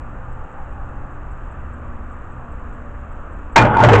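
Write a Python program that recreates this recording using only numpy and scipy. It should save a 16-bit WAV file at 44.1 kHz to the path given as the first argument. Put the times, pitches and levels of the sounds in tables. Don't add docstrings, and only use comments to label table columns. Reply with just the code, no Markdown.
import sys
import numpy as np
from scipy import signal
from scipy.fft import rfft, irfft, next_fast_len
from scipy.io import wavfile
from scipy.ndimage import uniform_filter1d, map_coordinates

SR = 44100
rng = np.random.default_rng(int(sys.argv[2]) if len(sys.argv) > 2 else 0)


def master(y):
    cut = np.clip(np.atleast_2d(y).T, -1, 1)
    pcm = np.round(cut * 32767)
    wavfile.write(sys.argv[1], SR, pcm.astype(np.int16))


def magnitude_from_level(level_db):
    exponent = np.asarray(level_db, float) / 20
    return 10 ** exponent


N = 176400


def unit(x):
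    return x / np.sqrt(np.mean(x ** 2) + 1e-20)


def along(points, hz):
    point_hz, value = np.transpose(points)
    return np.interp(np.log(hz + 1), np.log(point_hz + 1), value)


def wobble(knots_per_s):
    knots = rng.standard_normal(int(N * knots_per_s / SR) + 4)
    return map_coordinates(knots, [np.arange(N) * knots_per_s / SR])


def filtered(x, response):
    size = next_fast_len(len(x) + 8192)
    gain = response(np.fft.rfftfreq(size, 1 / SR))
    return irfft(rfft(x, size) * gain, size)[:len(x)]


def noise(spectrum, size=N):
    return unit(filtered(rng.standard_normal(size), lambda f: magnitude_from_level(along(spectrum, f))))


def bell(centre_hz, width_hz):
    return lambda f: np.exp(-2 * ((f - centre_hz) / width_hz) ** 2)


def traffic_wash():
    # hz, relative density_db
    air = [(5, -39), (8, 4.5), (27, 1), (60, -3.5), (100, -14), (199, -19), (282, -21.5), (330, -25.5),
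           (1050, -23), (1200, -19.5), (1770, -30), (2110, -40.5), (2670, -41), (3400, -56), (4200, -67.5),
           (5100, -73), (6000, -68), (7900, -62.5), (8700, -78.5), (10000, -120)]
    z = signal.stft(rng.standard_normal(N), nperseg=512)[2]
    field = uniform_filter1d(rng.standard_normal(z.shape), 5, 0)
    field = uniform_filter1d(field, 30, 1)
    patchy = signal.istft(z * magnitude_from_level(0.62 * unit(field)), nperseg=512)[1][:N]
    return magnitude_from_level(-30) * unit(filtered(patchy, lambda f: magnitude_from_level(along(air, f))))


def fan_hum():
    # pitch_hz, level_db before trim
    fans = [(75.4, -39.5), (290.7, -50.5), (344.5, -56.5), (460, -62), (516.8, -56), (576, -55.5),
            (1157, -57)]
    wavering_hz = (121.2, 235.7)
    # time_s, lower_db, upper_db
    wavering = [(0.0, -43, -51), (0.05, -42.5, -47.5), (0.4, -38.5, -58), (0.51, -57, -76),
                (0.53, -54, -56), (0.74, -42, -50.5), (1.56, -44, -64), (1.66, -46.5, -46),
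                (1.89, -41.5, -43), (2.18, -57, -47.5), (2.29, -49, -66), (2.37, -36.5, -49),
                (2.56, -60, -48), (2.99, -45.5, -45.5), (3.35, -55, -60), (3.5, -65, -48)]
    t = np.arange(N) / SR
    out = np.zeros(N)
    for hz, db in fans:
        level = magnitude_from_level(db + 1.5 + 3.03 * wobble(2.65))
        out += level * np.sin(2 * np.pi * hz * t + 0.85 * wobble(3.93))
    time_s, *levels_db = np.transpose(wavering)
    for hz, db in zip(wavering_hz, levels_db):
        level = magnitude_from_level(np.interp(t, time_s, db) + 3)
        out += level * np.sin(2 * np.pi * hz * t + 0.3 * wobble(2.3))
    return out


def far_vehicle():
    peak_s, length_s, peak_db = 0.6, 0.49, -45.5
    t = np.arange(N) / SR
    swell = magnitude_from_level(peak_db) * np.exp(-((t - peak_s) / length_s) ** 2)
    return swell * unit(filtered(rng.standard_normal(N), bell(820, 180)))


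def ticking():
    # hz, relative density_db
    tick_spectrum = [(2500, -46), (3600, -7), (5000, -22), (7200, -5), (8200, -8), (8900, -35),
                     (10000, -70)]
    rate_hz, start_s, rms_db = 90.9, 0.0003, -80
    at_s = np.arange(start_s, N / SR - 0.001, 1 / rate_hz)
    pulses = np.zeros(N)
    pulses[np.round(at_s * SR).astype(int)] = magnitude_from_level(2.5 * rng.standard_normal(len(at_s)))
    return magnitude_from_level(rms_db) * unit(filtered(pulses, lambda f: magnitude_from_level(along(tick_spectrum, f))))


def hiss_puffs():
    # centre_s, level_db
    puffs = [(.33, -70), (.53, -75), (.73, -71), (1.125, -77), (1.32, -68), (1.52, -71), (1.74, -71),
             (2.125, -68), (2.325, -73), (2.525, -71), (2.74, -71), (3.125, -71), (3.33, -70), (3.53, -67)]
    half_length_s = 0.009
    t = np.arange(N) / SR
    gate = sum(magnitude_from_level(db) * np.exp(-((t - s) / half_length_s) ** 4) for s, db in puffs)
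    return gate * unit(filtered(rng.standard_normal(N), bell(7860, 1000)))


def jolts():
    mode_hz = (83, 234, 327, 417, 476, 600, 775, 815, 876, 922, 1088, 1420, 1480, 1700, 1900, 2110, 2417,
               2650, 3430, 4680, 6300)
    # level_db before random loss, t60_s
    modes = [(-5.5, 0.37), (0.5, 0.25), (-3.5, 0.61), (-3, 0.26), (-0.5, 0.21), (1.5, 0.17), (2, 0.1),
             (-7, .3), (-1.5, 0.38), (0, .3), (-5, 0.47), (-5, .3), (-5.5, 0.24), (-9, 0.046), (-32, 0.11),
             (-9.5, 0.2), (-6, .2), (-36.5, .2), (-22.5, .4), (-28.5, .4), (-40, .4)]
    # start_s, level_db, pitch_hz, damped share of ring (0-1), crack_db relative to blow level
    blows = [(3.5585, 3.5, 2000, .7, -4), (3.562, 5, 945, 0.87, -11.5), (3.578, -1.5, 2400, .6, -6),
             (3.612, -6.5, 1450, 0.38, -5.5), (3.648, -4, 590, .7, -11.5), (3.74, -6, 1430, .6, -21.5),
             (3.766, -3, 906, .7, -21.5), (3.787, -6, 923, 0.18, -12), (3.812, -6, 1480, .5, -11),
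             (3.835, 3, 620, 1, -8.5), (3.886, -0.5, 775, 1, -9), (3.915, 0, 480, 0.54, -14),
             (3.932, 4.5, 468, 0.87, -10), (3.951, -6, 1024, 0.52, -6), (3.975, -8, 407, .4, -11)]
    # hz, relative density_db
    crack_spectrum = [(100, -31), (600, 6), (1700, 2), (3000, -9.5), (4200, -26.5), (8000, -38.5)]
    reach_octaves, rise_s, crack_t60_s, damped_t60_s = 0.24, 0.0022, 0.14, 0.17
    t = np.arange(SR // 2) / SR
    out = np.zeros(N + SR)
    hz = np.array(mode_hz)[:, None]
    level_db, t60_s = np.transpose(modes)[:, :, None]
    for start_s, blow_db, pitch_hz, damped, crack_db in blows:
        level_draw, phase_draw = rng.random((2, len(modes), 1))
        near = np.exp(-(np.log2(hz / pitch_hz) / reach_octaves) ** 2) + 0.12
        decay = magnitude_from_level(level_db + 2.1 * (level_draw - 2) - 60 * t / t60_s)
        ring = (near * decay * np.sin(2 * np.pi * (hz * t + 0.21 * phase_draw))).sum(0)
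        ring = ring * (1 - damped + damped * magnitude_from_level(-60 * t / damped_t60_s))
        crack = magnitude_from_level(crack_db - 60 * t / crack_t60_s) * noise(crack_spectrum, size=len(t))
        onset = 1 - np.exp(-t / rise_s)
        out[round(start_s * SR):][:len(t)] += magnitude_from_level(blow_db) * (ring + crack) * onset
    return out[:N]


def compressor():
    # time_s, pitch_hz
    hum_pitch = [(3.56, 117), (3.68, 116), (3.72, 110), (3.78, 104), (3.82, 115), (3.89, 119), (3.95, 100),
                 (4.0, 114)]
    # time_s, level_db before trim
    hum_level = [(3.56, -41.5), (3.596, -15.5), (3.65, -15), (3.676, -23), (3.705, -19), (3.74, -37.5),
                 (3.78, -37.5), (3.812, -13.5), (3.845, -13.5), (3.876, -10), (3.905, -14), (3.928, -10.5),
                 (3.95, -15), (3.975, -11), (4.0, -13)]
    # multiple, mid level_db relative to fundamental
    overtones = [(2, -14), (3, -17.5), (4, -13)]
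    # time_s, level_db
    shaking = [(3.56, -13), (3.63, -11.5), (3.7, -16), (3.78, -16), (3.85, -11.5), (3.93, -13),
               (4.0, -14.5)]
    # hz, relative density_db
    rumble_spectrum = [(15, -44.5), (25, -12), (83, 0), (119, -1.5), (230, -2), (644, -7), (885, 2),
                       (1050, -9.5), (1480, -9), (1800, -20.5), (2500, -27.5), (3500, -34.5), (4100, -64.5),
                       (8000, -69), (10000, -110)]
    t = np.arange(N) / SR
    hz, hum_db, shake_db = (np.interp(t, *np.transpose(rows)) for rows in (hum_pitch, hum_level, shaking))
    phase = 2 * np.pi * np.cumsum(hz) / SR
    hum = np.sin(phase)
    for multiple, db in overtones:
        hum += magnitude_from_level(db + 3.6 * wobble(25)) * np.sin(multiple * phase)
    rumble = magnitude_from_level(shake_db) * noise(rumble_spectrum)
    fade_in = np.clip((t - hum_level[0][0]) / 0.017, 0, 1)
    return fade_in * (magnitude_from_level(hum_db + 3.5) * hum + rumble)


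def scene():
    background = traffic_wash() + fan_hum() + far_vehicle() + ticking() + hiss_puffs()
    return (background + jolts() + compressor())[None]


def clip(x, top, hardness):
    return x / (1 + np.abs(x / top) ** hardness) ** (1 / hardness)


def tone(f):
    presence = magnitude_from_level(4.5 * bell(7000, 2000)(f))
    return presence / (1 + (f / 8460) ** 30)


def roll_off(x):
    return signal.sosfilt(signal.butter(12, 15830, fs=SR, output="sos"), x)


def record(dry):
    x = clip(dry[0], top=0.7, hardness=40)
    x = filtered(x, tone)
    x = np.clip(x, -0.7, 0.7)
    return roll_off(x[None])


dry = scene()
out = record(dry)
master(out)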